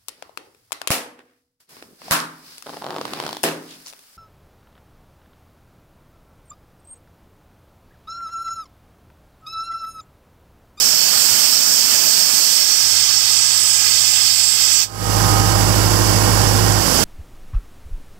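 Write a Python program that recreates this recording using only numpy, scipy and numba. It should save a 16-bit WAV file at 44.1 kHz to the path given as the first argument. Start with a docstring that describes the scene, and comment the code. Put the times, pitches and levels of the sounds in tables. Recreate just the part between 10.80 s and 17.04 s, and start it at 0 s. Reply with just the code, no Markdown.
"""A portable diesel compressor blasts air from an open valve, heard close up at its control panel.
The turbulent jet hisses and rings in the panel recess, changing colour as a hand draws back, while the
engine drops from full speed to idle. The valve shuts and the microphone's gain control brings up the
exhaust throb, cylinder clatter, screw whine and a small leak. Then the ignition is switched off and the
engine starts to coast down. The stereo microphone has two ports, the left one muffled."""
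import sys
import numpy as np
from scipy import signal
from scipy.fft import rfft, irfft
from scipy.io import wavfile
from scipy.ndimage import uniform_filter1d, minimum_filter1d
from numba import njit

SR = 44100
rng = np.random.default_rng(int(sys.argv[2]) if len(sys.argv) > 2 else 0)


def wav_out(sig):
    """Save sig, one row per channel (or a flat mono array), as 16-bit PCM at SR to the path in sys.argv[1]."""
    wavfile.write(sys.argv[1], SR, np.round(np.clip(np.atleast_2d(sig).T, -1, 1) * 32767).astype(np.int16))


N = 275166
TIME = np.arange(N) / SR
FREQ = np.maximum(np.fft.rfftfreq(N, 1 / SR), 1)
TOP_HZ = 15690  # upper edge of the microphone's band
FULL_HZ, IDLE_HZ = 87, 52.21  # firings per second


def undb(db):
    """Decibels to gain."""
    return 10 ** (np.asarray(db) / 20)


def over_time(points):
    """Points joined by straight lines in time."""
    return np.interp(TIME, *np.transpose(points))


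def over_freq(points):
    """Points joined by straight lines on a log-frequency axis."""
    hz, value = np.transpose(points)
    return np.interp(np.log(FREQ), np.log(hz), value)


def ease(start_s, length_s):
    """A smooth step from 0 to 1."""
    u = np.clip((TIME - start_s) / length_s, 0, 1)
    return u * u * (3 - 2 * u)


def bell(hz, width_hz):
    """Power response of one resonance."""
    return 1 / (1 + (2 * (FREQ - hz) / width_hz) ** 2)


def shape(x, gain):
    """Filter with a gain per frequency."""
    return irfft(rfft(x) * gain, N)


def causal(db):
    """Minimum-phase response with the given level per frequency."""
    cepstrum = irfft(np.log(undb(db)), N)
    return np.exp(rfft(cepstrum * (1 + np.sign(np.fft.fftfreq(N)))))


def drift(rate_hz):
    """Smooth random drift of spread 1."""
    x = shape(rng.standard_normal(N), 1 / (1 + (FREQ / rate_hz) ** 2))
    return x / x.std()


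def air_noise():
    """White noise of 0 dB per Hz at both microphone ports, less alike towards the treble."""
    # likeness of the two ports: frequency_hz, correlation
    likeness = [(200, 1), (600, .97), (1200, 0.88), (2500, 0.54), (5000, 0.14), (9000, 0.16), (14000, 0.27)]
    alike = over_freq(likeness)
    own, right = rfft(rng.standard_normal((2, N)))
    left = alike * right + np.sqrt(1 - alike ** 2) * own
    return irfft(np.array([left, right]), N) * np.sqrt(SR / 2)


def noise_band(hz, width_hz):
    """Noise through one resonance, about equally strong at any width."""
    return shape(air_noise(), bell(hz, width_hz) / np.sqrt(width_hz))


def scatter(db, decay_s):
    """Response of the direct sound plus a short spray of reflections off the sheet metal."""
    tail = rng.standard_normal(N) * np.exp(-np.minimum(TIME / decay_s, 50))
    return 1 + undb(db) * rfft(tail / np.linalg.norm(tail))


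def gusts(length_s=0.011, centre_hz=105, width_hz=60):
    """Short low puffs of stray air on the microphone's right port."""
    # puffs of air: peak_s, level_db
    puffs = [(.12, -19), (.43, -20.5), (.53, -11), (.92, -22)]
    swell = sum(undb(db) * np.exp(-((TIME - s) / length_s) ** 2) for s, db in puffs)
    rumble = shape(rng.standard_normal(N), bell(centre_hz, width_hz))
    return np.array([[0], [1]]) * swell * rumble / rumble.std()


def ignition_switch(start_s=5.922, level_db=-13, decay_s=0.004):
    """A faint, dry snap as the toggle goes over."""
    envelope = (TIME >= start_s) * np.exp(-abs(TIME - start_s) / decay_s)
    return noise_band(hz=6500, width_hz=3500) * undb(level_db) * envelope


def leak(ring_hz=9900, ring_width_hz=190, ring_db=6.5):
    """Escaping air: a thin hiss with a faint high ring, which stays when the valve is shut."""
    # hiss of the leak: frequency_hz, level_db
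    spectrum = [(500, -61), (2500, -64.5), (3500, -61.5), (5000, -61.5), (8000, -64.5), (10500, -57.5),
                (13000, -62.5), (15500, -68.5)]
    colour = undb(over_freq(spectrum) + ring_db * bell(ring_hz, ring_width_hz))
    reflections = scatter(db=-10.5, decay_s=0.012)
    return shape(air_noise(), colour * reflections) * undb(0.5 * drift(35))


def shaft_tone(firings, multiple, smear_rad):
    """A tone of rms 1 locked to the crankshaft, its phase wandering a little."""
    phase = 2 * np.pi * (multiple * firings + rng.random())
    return np.sqrt(2) * np.sin(phase + smear_rad * drift(6.9))


def whine(firings, waver_db=2.0):
    """Wavering tones of the turning parts; the screw whine swells and fades three times, then stays low."""
    # tones of the screws, gears and fan: firing_multiple, level_db, swell_share
    tones = [(3.335, -30.5, 0.1), (5.976, -28, 0), (6.77, -31, 0), (8.95, -36, 0), (9.58, -36.5, 0.4),
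             (12.04, -36.5, 0.5), (15.11, -28.5, 0.6), (17.05, -36, 0.5), (20.26, -34, 0.3), (24, -32, 0.9),
             (25.26, -38.5, 0.1), (27.04, -39, 0), (30.2, -37.5, 0.5), (33.1, -49, 0), (36.05, -39, 0),
             (42.4, -40.5, 0.3)]
    # swells of the screw whine: time_s, gain_db
    swells = [(2.2, .5), (2.65, 16), (3.3, 2), (3.9, 12), (4.4, 0.5), (4.68, 8), (5.0, -7), (5.5, -5)]
    swell_db = over_time(swells)
    out = 0
    for multiple, db, share in tones:
        gain = undb(db + share * swell_db + waver_db * drift(0.85))
        out += gain * shaft_tone(firings, multiple, smear_rad=0.53)
    return out


def clatter(firings, repeat_share=0.36, knock_depth=0.32, decay_firings=0.23, cylinder_db=0.75):
    """Four cylinders knock in turn; part of the rattle comes back the same in every engine cycle."""
    # diesel clatter in the housing: frequency_hz, level_db
    spectrum = [(30, -79), (70, -52), (120, -43.5), (165, -43), (225, -44), (320, -46.5), (620, -48.5),
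                (1060, -48), (1300, -53), (1600, -54), (2200, -62), (3500, -63.5), (8000, -68.5),
                (15000, -92)]
    size = 3380  # points in one engine cycle
    pattern = irfft(np.exp(2j * np.pi * rng.random(size // 2 + 1)))
    cycle = np.interp(firings / 4 % 1 * size, np.arange(size), pattern / pattern.std()) * np.sqrt(SR / 2)
    rattle = np.sqrt(repeat_share) * cycle + np.sqrt(1 - repeat_share) * air_noise()
    knocks = 1 + knock_depth * np.exp(-(firings % 1) / decay_firings)
    beat = knocks * undb(cylinder_db * np.sin(np.pi * firings))  # strong and weak firings alternate
    return shape(rattle * beat / np.sqrt(np.mean(beat ** 2)), undb(over_freq(spectrum)))


def exhaust(firings, firing_hz, burn_db, muffler_hz=115, muffler_db_per_octave=14):
    """The deep throb of the firings through the muffler; it collapses when the fuel is cut."""
    # exhaust and block tones: firing_multiple, level_db, burn_share
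    tones = [(1, -23.5, 0.55), (1.751, -28.5, 0.9), (2, -14.5, 1), (2.999, -33, 0)]
    out = 0
    for multiple, db, share in tones:
        muffled_db = muffler_db_per_octave * np.maximum(np.log2(multiple * firing_hz / muffler_hz), 0)
        gain = undb(db + share * burn_db - muffled_db + 0.45 * drift(3.1))
        out += gain * shaft_tone(firings, multiple, smear_rad=0.026)
    return out


def governor(off_s=5.95, coast_hz_per_s=36):
    """Firing rate and fuel cut (0-1): starved of fuel the engine sinks to idle; switched off, it coasts."""
    slowed = ease(start_s=1.33, length_s=0.67)  # the throttle is eased back
    caught = ease(start_s=1.66, length_s=0.45)  # fuel returns as idle nears
    coasted_hz = coast_hz_per_s * np.maximum(TIME - off_s, 0)
    firing_hz = FULL_HZ + (IDLE_HZ - FULL_HZ) * slowed - coasted_hz
    return firing_hz, slowed * (1 - caught) + ease(off_s, length_s=0.16)


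def engine():
    """The diesel and the screws it drives: speed and fuel set the throb, whine and clatter."""
    firing_hz, fuel_cut = governor()
    octaves = np.log2(firing_hz / IDLE_HZ)
    firings = np.cumsum(firing_hz * (1 + 0.000987 * drift(2.83))) / SR
    burn_db = 0.56 - 8 * octaves - 17.5 * fuel_cut
    whine_db = 2 + 5 * octaves - 10.5 * fuel_cut
    clatter_db = -0.17 + 11.5 * octaves
    return (exhaust(firings, firing_hz, burn_db)
            + undb(whine_db) * whine(firings)
            + undb(clatter_db) * clatter(firings))


def valve(shut_s, open_db=29, fall_db_per_s=520):
    """Gain of the air flow: steady, then falling fast from the moment of shutting."""
    return undb(open_db - fall_db_per_s * np.maximum(TIME - shut_s, 0))


def ring(hz, width_hz, db, flicker_db=2.1):
    """One narrow, flickering resonance blown by the jet."""
    return noise_band(hz, width_hz) * undb(db + flicker_db * drift(6.0))


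def jet(spectrum, recess, echo_gain=0, echo_s=0.00241, flicker_db=1.06):
    """Turbulent hiss coloured by the recess and any echo off its door; each band flickers alone."""
    colour_db = over_freq(spectrum) + sum(db * bell(hz, width) for hz, width, db in recess)
    door = 1 + echo_gain * np.exp(-2j * np.pi * FREQ * echo_s)
    hiss = rfft(air_noise()) * undb(colour_db) * door
    centres_hz, step_hz = np.linspace(0, TOP_HZ, 12, retstep=True)
    bands = (irfft(hiss * np.maximum(1 - abs(FREQ - hz) / step_hz, 0), N) for hz in centres_hz)
    return sum(band * undb(flicker_db * drift(3.8)) for band in bands)


def blast_hiss(hand_left_db=5):
    """The jet's hiss, first shaded by a hand at the panel, then in the clear as it draws back."""
    # the hand's retreat: time_s, clearance (0 near, 1 away)
    hand = [(1.55, 0), (1.8, .5), (2.05, .9), (2.3, 1)]
    # the jet behind the hand and in the clear: frequency_hz, level_db
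    shaded_spectrum = [(60, -81), (400, -65.5), (1200, -63.5), (2500, -63), (5000, -57.5), (8000, -60.5),
                       (11000, -59), (14000, -58), (15500, -63.5)]
    clear_spectrum = [(60, -83), (400, -72.5), (1200, -65), (2500, -58.5), (5000, -59), (8000, -61),
                      (11000, -62.5), (14000, -64), (15500, -68)]
    # standing waves in the panel recess, with and without the hand: pitch_hz, width_hz, gain_db
    shaded_recess = [(1667, 40, 6.5), (2590, 120, 2.5), (3065, 47, 5.5), (4485, 320, 13), (4513, 104, -43),
                     (5300, 280, -2.5), (5700, 21, -10), (8380, 260, 4)]
    clear_recess = [(1440, 65, -9.5), (1814, 42, -23.5), (2230, 97, -8), (2470, 41, -17), (2832, 55, -16.5),
                    (3650, 70, -5.5), (3680, 140, 5.5), (4050, 65, -10), (4280, 24, 11.5), (5230, 106, 9),
                    (5880, 70, -2.5), (5940, 44, 10), (7000, 120, 0.5), (6800, 48, 2), (8570, 230, 4),
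                    (9500, 210, -3)]
    # the near hand throws some hiss back to the left port
    shaded = jet(shaded_spectrum, shaded_recess) * undb([[hand_left_db], [0]])
    clear = jet(clear_spectrum, clear_recess, echo_gain=0.21)
    away = over_time(hand)
    hiss = np.sqrt(1 - away) * shaded + np.sqrt(away) * clear
    return shape(hiss, scatter(db=-14.5, decay_s=0.016))


def blast(shut_s=4.033, ring_lead_s=0.032):
    """Air from the open valve: hiss, shrill rings and whistles; the hiss is the last to stop."""
    # rings blown by the jet: pitch_hz, width_hz, early_db, late_db
    resonances = [(4484, 100, -32.5, -34.5), (5054, 200, -37.5, -31.5), (5400, 420, -29, -39.5),
                  (7384, 94, -38, -32), (8020, 520, -40, -28.5)]
    # brief whistling flares: peak_s, half_length_s, pitch_hz, width_hz, level_db
    whistles = [(1.76, .03, 8250, 90, -27), (1.949, 0.067, 5790, 60, -26), (2.396, 0.046, 5450, 250, -26),
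                (2.9, 0.088, 8240, 90, -32), (3.947, 0.028, 7820, 160, -22)]
    hiss = blast_hiss()
    shift = ease(start_s=1.82, length_s=1.05)  # the weight moves towards the higher rings
    rings = sum(ring(hz, width, early + (late - early) * shift) for hz, width, early, late in resonances)
    flares = sum(ring(hz, width, db) * np.exp(-((TIME - peak_s) / half_s) ** 2)
                 for peak_s, half_s, hz, width, db in whistles)
    return hiss * valve(shut_s) + (rings + flares) * valve(shut_s - ring_lead_s)


def scene():
    """Engine, air and ignition switch as they reach the microphone at the panel."""
    return engine() + blast() + leak() + gusts() + ignition_switch()


@njit
def follow(x, attack, release):
    """Envelope that rises fast and sinks slowly."""
    out, envelope = np.empty(len(x)), x[:2000].max()
    for i in range(len(x)):
        envelope += (x[i] - envelope) * (attack if x[i] > envelope else release)
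        out[i] = envelope
    return out


def gain_control(ports, target_db=-8.0, attack_s=0.025, hold_s=0.016, release_s=0.068):
    """One gain for both ports keeps the right one level, letting go only after a short wait."""
    power = np.maximum(uniform_filter1d(ports[1] ** 2, size=128), 1e-12)
    half = int(hold_s * SR / 2)
    held = -minimum_filter1d(-np.sqrt(power), 2 * half + 1, origin=half)  # highest recent rms
    return ports * undb(target_db) / follow(held, 1 / (attack_s * SR), 1 / (release_s * SR))


def limit(ports, ceiling_db=-0.2, window_samples=129):
    """Ducks for a few milliseconds around each peak that would overload."""
    peak = np.maximum(abs(ports).max(axis=0), 1e-9)
    gain = np.minimum(undb(ceiling_db) / peak, 1)
    return ports * uniform_filter1d(minimum_filter1d(gain, window_samples), window_samples)


def record(dry, left_lag_s=4 / SR):
    """Two microphone ports, the left muffled and late, then gain control, limiter and treble cut-off."""
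    # colour of both ports: frequency_hz, gain_db
    port_colour = [(15, -19), (50, -3), (2300, -1), (3000, 2), (3750, -2), (4030, -4.5), (4450, 6),
                   (5300, 8), (6600, 5), (7800, 8), (8500, 3), (9250, -5), (11500, -3.5), (14000, 1)]
    # muffling of the left port against the right: frequency_hz, gain_db
    left_muffling = [(50, 0.5), (104, -4.5), (300, -12.5), (550, -18), (1100, -24), (2000, -28.5),
                     (3000, -24), (4100, -36), (5000, -34.5), (6100, -12), (7000, -16), (8400, -14),
                     (10000, -25), (14500, -35)]
    left = causal(over_freq(left_muffling)) * np.exp(-2j * np.pi * FREQ * left_lag_s)
    ports = shape(dry, undb(over_freq(port_colour)) * np.array([left, np.ones(len(FREQ))]))
    lowpass = signal.ellip(14, 0.1, 80, TOP_HZ, fs=SR, output="sos")
    return signal.sosfilt(lowpass, limit(gain_control(ports)))


dry = scene()
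out = record(dry)
wav_out(out)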